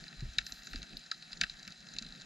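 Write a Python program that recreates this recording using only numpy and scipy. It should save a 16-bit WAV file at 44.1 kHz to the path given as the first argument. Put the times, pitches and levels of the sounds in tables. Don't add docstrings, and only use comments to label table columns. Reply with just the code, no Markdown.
import sys
import numpy as np
from scipy import signal
from scipy.fft import rfft, irfft, next_fast_len
from scipy.io import wavfile
from scipy.ndimage import uniform_filter1d, map_coordinates

SR = 44100
rng = np.random.default_rng(int(sys.argv[2]) if len(sys.argv) > 2 else 0)


def put_to_file(sound):
    columns = np.atleast_2d(sound).T
    safe = np.clip(columns, -1, 1)
    whole_steps = np.round(safe * 32767)
    wavfile.write(sys.argv[1], SR, whole_steps.astype(np.int16))


def amplitude_ratio(level_db):
    exponent = np.asarray(level_db, float) / 20
    return 10 ** exponent


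N = 99225


def unit(x):
    return x / np.sqrt(np.mean(x ** 2) + 1e-20)


def along(points, hz):
    f, value = np.transpose(points)
    return np.interp(np.log(hz + 1), np.log(f + 1), value)


def curves(rows):
    s, *columns = np.transpose(rows)
    return [np.interp(np.arange(N) / SR, s, column) for column in columns]


def wobble(rate_hz):
    knots = rng.standard_normal(int(N * rate_hz / SR) + 4)
    return map_coordinates(knots, [np.arange(N) * rate_hz / SR])


def filtered(x, response):
    m = next_fast_len(N + 8192)
    return irfft(rfft(x, m) * response(np.fft.rfftfreq(m, 1 / SR)), m)[..., :N]


def causal(points, hz):
    cepstrum = irfft(np.log(amplitude_ratio(along(points, hz))))
    half = len(cepstrum) // 2
    cepstrum[1:half] *= 2
    cepstrum[half + 1:] = 0
    return np.exp(rfft(cepstrum))


# centre in Hz, width in Hz, level in dB.
LOW_MODES = [(718, 98, -6), (1368, 178, -6.5), (1570, 188, -3), (1863, 240, -5)]
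SECOND_MODES = [(2294, 142, -11), (2622, 81, -4), (3300, 650, -12)]
MID_MODES = [(3986, 215, 1), (4745, 356, -5.5), (4996, 225, -5)]
HIGH_MODES = [(5217, 260, -9.5), (6220, 310, -10.5), (6885, 266, -9), (7440, 340, -16.5)]
# frequency in Hz, gain in dB.
WALL_GAIN = [(300, -1), (1000, -2), (1300, 2), (7200, -1.5), (8000, 5), (10000, 0), (12300, -4),
             (14000, -40)]


def housing(*pushes):
    def ring(modes):
        def response(f):
            total = 0
            for k, (hz, width_hz, db) in enumerate(modes):
                damping = 1j * f * width_hz
                total = total + (-1) ** k * amplitude_ratio(db) * damping / (hz * hz - f * f + damping)
            return causal(WALL_GAIN, f) * total
        return response

    groups = [LOW_MODES, SECOND_MODES, MID_MODES, HIGH_MODES]
    return sum(filtered(push, ring(modes)) for push, modes in zip(pushes, groups))


def thin(x):
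    floor_hz, bass_db, top_hz, treble_db = 1230, -11.5, 7420, -8.5
    shape = [(floor_hz * 0.98, bass_db), (floor_hz, 0), (2850, 0), (3250, -7), (3650, 0),
             (top_hz, 0), (top_hz * 1.04, treble_db)]
    return filtered(x, lambda f: causal(shape, f))


def top_ring(push):
    hz, width_hz = 11660, 1700

    def response(f):
        damping = 1j * f * width_hz
        return (damping / (hz ** 2 - f * f + damping)) ** 2
    return filtered(push, response)


# frequency in Hz, left-right correlation from 0 to 1.
PORT_LIKENESS = [(60, 0.94), (150, 0.85), (300, 0.67), (600, 0.39), (1300, 0.54), (3000, 0.94),
                 (6000, 0.95), (10000, 0.7)]
# frequency in Hz, left over right in dB.
LEFT_OVER_RIGHT_DB = [(60, -2), (130, 1.5), (280, -2.5), (600, 1), (1300, 1), (2790, 4), (6020, -2.5),
                      (13000, 5)]
# frequency in Hz, lead of the left in radians.
LEFT_LEAD_RAD = [(400, -0.044), (1200, -1.4), (1720, -0.74), (2400, -0.7), (3010, -1.32), (3700, -0.27),
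                 (5900, -0.28), (7600, 0.91)]


def ports(mid, other):
    def angle(f):
        return np.arccos(np.clip(along(PORT_LIKENESS, f), -1, 1)) / 2

    def offset(f):
        half = np.array([[.5], [-.5]])
        return amplitude_ratio(half * along(LEFT_OVER_RIGHT_DB, f)) * np.exp(1j * half * along(LEFT_LEAD_RAD, f))

    m = filtered(mid, lambda f: np.cos(angle(f)))
    s = filtered(other, lambda f: np.sin(angle(f)))
    return filtered(np.array([m + s, m - s]), offset)


def bursts(times_s, levels_db, rise_s, t60_s):
    t = np.arange(1536) / SR
    noise = rng.standard_normal((len(times_s), len(levels_db), len(t)))
    noise *= (1 - np.exp(-(t / rise_s) ** 2)) * amplitude_ratio(-60 * t / t60_s)
    noise /= np.linalg.norm(noise, axis=2, keepdims=True)
    starts = np.round(times_s * SR).astype(int)
    at = (starts[:, None] + np.arange(len(t))).ravel()
    rows = []
    for group, db in enumerate(levels_db):
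        weighted = noise[:, group] * amplitude_ratio(db)[:, None]
        rows.append(np.bincount(at, weighted.ravel(), N + SR)[:N])
    return np.array(rows)


# frequency in Hz, gain in dB.
PREAMP_COLOUR = [(8000, 3.5), (11000, -3.5), (12600, -9), (13400, -6)]


def preamp():
    level_db = -83.5
    left, right, shared = rng.standard_normal((3, N))
    pair = np.array([left, right]) + 2.0 * shared
    return filtered(pair, lambda f: amplitude_ratio(level_db + along(PREAMP_COLOUR, f)))


# time in seconds, hiss level in dB.
SEA_LEVEL = [(0.0, -52), (0.31, -54), (0.63, -53), (1.16, -55), (1.56, -53), (1.77, -55), (2.25, -54)]


def sea():
    snaps_per_s, spread_db, most_db, t60_s = 230, 4.5, 14.5, 0.0097
    crackle_db, top_db = -61, -28
    level_db, = curves(SEA_LEVEL)

    when, size, colour, _ = rng.random((int(snaps_per_s * N / SR), 4)).T
    size_db = np.minimum(-spread_db * np.log(size), most_db)
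    group_db = size_db + 8 * (colour - .5) * np.array([[1], [.5], [0], [-1]])
    group_db = group_db + 4 * rng.standard_normal(group_db.shape)
    push = bursts(when * N / SR, group_db, 0.00024, t60_s)
    crackle = unit(thin(housing(*push))) + amplitude_ratio(top_db) * unit(top_ring(push[3]))

    hiss = []
    for noise in rng.standard_normal((2, 4, N)):
        pushes = [group * amplitude_ratio(2.27 * wobble(25.27)) for group in noise]
        hiss.append(unit(housing(*pushes)))
    crackle_level_db = crackle_db + level_db - level_db.mean()
    return amplitude_ratio(level_db - 2.5) * ports(*hiss) + amplitude_ratio(crackle_level_db) * ports(crackle, np.zeros(N))


# time in seconds, gurgle level in dB.
SWELL_LEVEL = [(0.0, -52.5), (0.19, -58.5), (0.23, -56), (0.29, -58), (0.68, -58), (0.76, -49.5),
               (0.88, -60), (0.93, -52), (1.14, -63), (1.44, -52.5), (1.48, -65.5), (1.97, -54),
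               (2.23, -58.5), (2.25, -50)]
# frequency in Hz, density in dB per Hz.
RUMBLE_SHAPE = [(8, -56), (22, 4), (36, 3), (60, 1), (90, -16), (160, -48)]
GURGLE_SHAPE = [(60, -31), (110, -15.5), (150, -2), (215, -3), (290, -12), (450, -21), (700, -20),
                (1200, -59)]
# centre in seconds, peak in dB, length in seconds.
SHOVES = [(0.02, -56, 0.068), (0.201, -42.5, 0.045), (0.253, -37, 0.051), (0.291, -40.5, 0.032),
          (0.326, -52, 0.037), (0.398, -46.5, 0.044), (0.439, -53, 0.037), (0.529, -52, 0.04),
          (0.603, -57, 0.044), (0.74, -44, 0.041), (0.768, -38.5, 0.045), (0.821, -47.5, 0.036),
          (0.956, -51, 0.065), (1.352, -57, 0.068), (1.44, -47.5, 0.036), (1.502, -56, 0.053),
          (1.55, -56, 0.047), (1.688, -61, 0.028), (1.802, -61, 0.036), (1.965, -55.5, 0.044),
          (2.046, -52, 0.06), (2.106, -53, 0.058), (2.24, -64, 0.062)]


def swell():
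    rumble_db, shove_cycles, edge = -79, 1.66, 0.28
    gurgle_db = curves(SWELL_LEVEL)[-1]

    def band(shape):
        return filtered(rng.standard_normal((2, N)), lambda f: amplitude_ratio(along(shape, f)))

    rumble = unit(band(RUMBLE_SHAPE) * amplitude_ratio(3.6 * wobble(9.3))) * amplitude_ratio(rumble_db)
    gurgle = unit(band(GURGLE_SHAPE) * amplitude_ratio(2.8 * wobble(22.38))) * amplitude_ratio(gurgle_db - 3.5)
    shoves = np.zeros(N)
    for s, db, length_s in SHOVES:
        start_rad = rng.uniform(-0.87, 1)
        u = (np.arange(N) / SR - s) / length_s
        sway = np.cos(2 * np.pi * shove_cycles * u + start_rad)
        sway += edge * np.cos(2 * np.pi * 2.1 * shove_cycles * u + 3 * start_rad)
        shoves += amplitude_ratio(db) * np.exp(-(2 * u) ** 2) * sway
    return ports(*(rumble + gurgle + shoves * [[1], [.6]]))


NEAR_SNAPS = [(0.2055, -24, -28, -22, -26), (0.3837, -10, -13.5, -11, -16.5), (0.4648, -24, -20, -15, -9.5),
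              (0.521, -23.5, -33, -25, -11), (0.633, -39.5, -16, -14, -5.5), (0.67, -24.5, -16, -22, -11),
              (0.712, -41, -11, -18, -32), (0.7322, -20, -13.5, -15, -47), (0.7576, -21, -21, -17.5, -25),
              (0.8283, -26.5, -14.5, -10, -14.5), (0.9688, -22, -48, -22, -26.5),
              (1.1135, -13.5, -17.5, -34, -22), (1.2235, -28.5, -20, -18, -24),
              (1.33, -19, -25.5, -23, -28), (1.3709, -30, -23, -29, -20), (1.412, -6.5, -12.5, -11, -17.5),
              (1.4356, -16, -8, -9, -38), (1.497, -22, -21, -26, -48), (1.6287, -29.5, -30, -17, -12.5),
              (1.6766, -25, -13, -11.5, -16.5), (1.937, -34, -34, -15, -7.5),
              (1.9642, -30.5, -17.5, -8.5, -14), (1.985, -16, -37, -23, -21), (2.023, -19, -24.5, -28, -20),
              (1.4066, -30, -26, -22, -20)]
FAINT_SNAPS = [(0.0655, -45, -5, -22), (0.0803, -34.5, -22, -26), (0.1251, -45, -4, -24),
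               (0.1494, -52, -6, -12), (0.3326, -42, -24, -12), (0.621, -39, -11, -23),
               (0.8924, -48, -14, -6), (0.9924, -39.5, -20, -9), (1.0615, -38, -20, -14),
               (1.1158, -21.5, -14, -21.5), (1.3202, -32, -27, -13.5), (1.5936, -39.5, -28, -10),
               (1.6501, -41, -11, -9), (1.721, -36, -25, -14), (1.8042, -41.5, -22, -8),
               (1.8681, -37.5, -12, -9.5), (1.8864, -35, -25, -19), (1.917, -41.5, -33, -15),
               (1.9444, -41, -18, -20), (1.9917, -37, -13, -10), (2.0469, -40, -11, -18),
               (2.0647, -34.5, -17.5, -19), (2.1231, -39, -17, -14), (2.1495, -43, -8, -18),
               (2.174, -42, -22, -16), (2.1986, -42, -18, -18), (2.2114, -37, -19, -15),
               (2.2178, -34.5, -25, -10)]
FAINT_LIFT_DB = [6.5, -4, -8, -5.5]
# delay in seconds, level in dB.
BOUNCES = [
    (.007, -17.5),
    (0.018, -64),
    (.029, -24),
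]


def snaps():
    rise_s, t60_s, snap_db, low_lift_db, high_lift_db = .0017, 0.01, 21, 13.5, 16.5
    tail_t60_s, tail_db, tail_unlike, low_lag_s = 0.13, -19, 2.2, 0.001046
    rows = list(NEAR_SNAPS)
    for s, db, low, high in FAINT_SNAPS:
        rows.append(np.add((s, db, low, low, high), [0, *FAINT_LIFT_DB]))
    s, db, low_db, second_db, high_db = np.transpose(rows)
    levels_db = snap_db + db + np.array([low_db + low_lift_db, second_db + low_lift_db + 3,
                                         0 * db, high_db + high_lift_db])

    paths = [(0, 0.0054)] + list(BOUNCES)
    push = sum(bursts(s + lag_s - rise_s / 2, levels_db + path_db, rise_s, t60_s) for lag_s, path_db in paths)
    push[0] = np.roll(push[0], round(low_lag_s * SR))
    tail, other = (bursts(s, levels_db + tail_db, 0.01, tail_t60_s) for port in range(2))
    return ports(thin(housing(*(push + tail))), tail_unlike * thin(housing(*other)))


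# start in seconds, peak in dB, pitch in Hz,
# t60 in seconds.
GULPS = [(0.222, -34, 129.3, 0.12), (0.373, -44, 137, 0.078), (.383, -19, 2400, .018),
         (.3835, -18, 3950, .018), (.3845, -24, 1830, .025), (.384, -47, 745, .04),
         (0.522, -44.5, 248, 0.027), (.741, -50, 690, 0.035), (.744, -50, 460, 0.03),
         (.745, -38, 254, 0.055), (0.793, -47.5, 198, 0.066), (.83, -52, 270, .04),
         (1.115, -34, 1360, .035), (1.40, -50, 209, 0.034), (1.412, -49, 722, 0.058),
         (1.672, -50, 206, 0.084), (2.012, -45.5, 230, 0.083)]


def gulps():
    rise_s, sag, overtone_db, puff_db = 0.0029, 0.067, -18, -33
    out, t = np.zeros(N + SR), np.arange(SR // 5) / SR
    for s, db, hz, t60_s in GULPS:
        decay_db = -60 * t / t60_s
        phase = 2 * np.pi * hz * (t - sag * t * t / t60_s)
        tone = np.sin(phase) + amplitude_ratio(overtone_db + decay_db) * np.sin(2.82 * phase)
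        puff = uniform_filter1d(rng.standard_normal(len(t)), size=25)
        tone += amplitude_ratio(puff_db) * unit(uniform_filter1d(puff, size=25))
        envelope = amplitude_ratio(db + 4.0 + decay_db) * (1 - np.exp(-(t / rise_s) ** 2))
        out[round(s * SR):][:len(t)] += envelope * tone
    return ports(out[:N], np.zeros(N))


# start in seconds, length in seconds, level in dB.
SPRAY_PUFFS = [
    (.325, .035, -92),
    (.525, .12, -84),
    (.685, .012, -88),
    (.71, .012, -88),
]


def spray():
    centre_hz, width_hz = 14700, 1100
    t = np.arange(N) / SR
    gate = sum(amplitude_ratio(db) * np.exp(-(2 * (t - s - length_s / 2) / length_s) ** 4)
               for s, length_s, db in SPRAY_PUFFS)
    noise = rng.standard_normal((2, N))
    pair = filtered(noise, lambda f: np.exp(-((f - centre_hz) / width_hz) ** 4))
    return ports(*(unit(pair) * gate))


# time in seconds, peak in dB.
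TICKS = [(0.3835, -49), (.4648, -60), (.5217, -58), (.6704, -60), (0.9747, -42), (0.9996, -57),
         (1.1134, -61), (1.4117, -45), (1.4361, -59), (1.6282, -53), (1.6766, -49), (1.938, -60),
         (1.9844, -52), (2.0228, -57)]


def ticks():
    s, db = np.transpose(TICKS)
    push = bursts(s - .001, [db + 15.5], 0.0013, 0.013)[0]
    return ports(top_ring(push), np.zeros(N))


def fizz():
    peak_s, rise_s, fall_s, level_db = 0.48, 0.056, 0.26, -70.5
    centre_hz, width_hz = 12000, 630
    skirt_hz, skirt_width_hz, skirt_db = 10000, 3100, -7
    t = np.arange(N) / SR - peak_s
    envelope = np.exp(-(t / np.where(t < 0, rise_s, fall_s)) ** 2)

    def colour(f):
        peak = np.exp(-((f - centre_hz) / width_hz) ** 2)
        return peak + amplitude_ratio(skirt_db) * np.exp(-((f - skirt_hz) / skirt_width_hz) ** 4)

    pair = unit(filtered(rng.standard_normal((2, N)), colour))
    return amplitude_ratio(level_db) * ports(*(pair * envelope * amplitude_ratio(3.0 * wobble(57.9))))


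def wavering_edge(x):
    low_edge_hz, high_edge_hz, wavers_per_s = 12650, 13350, 9
    low, high = (filtered(x, lambda f: f < edge_hz) for edge_hz in (low_edge_hz, high_edge_hz))
    return low + (high - low) * np.clip(.5 + 2 * wobble(wavers_per_s), 0, 1)


def scene():
    below_edge = snaps() + sea() + swell() + gulps() + fizz() + preamp()
    return wavering_edge(below_edge) + ticks() + spray()


def top_cut(x):
    return signal.sosfilt(signal.butter(12, 15700, fs=SR, output="sos"), x)


def record(dry):
    return top_cut(dry)


dry = scene()
out = record(dry)
put_to_file(out)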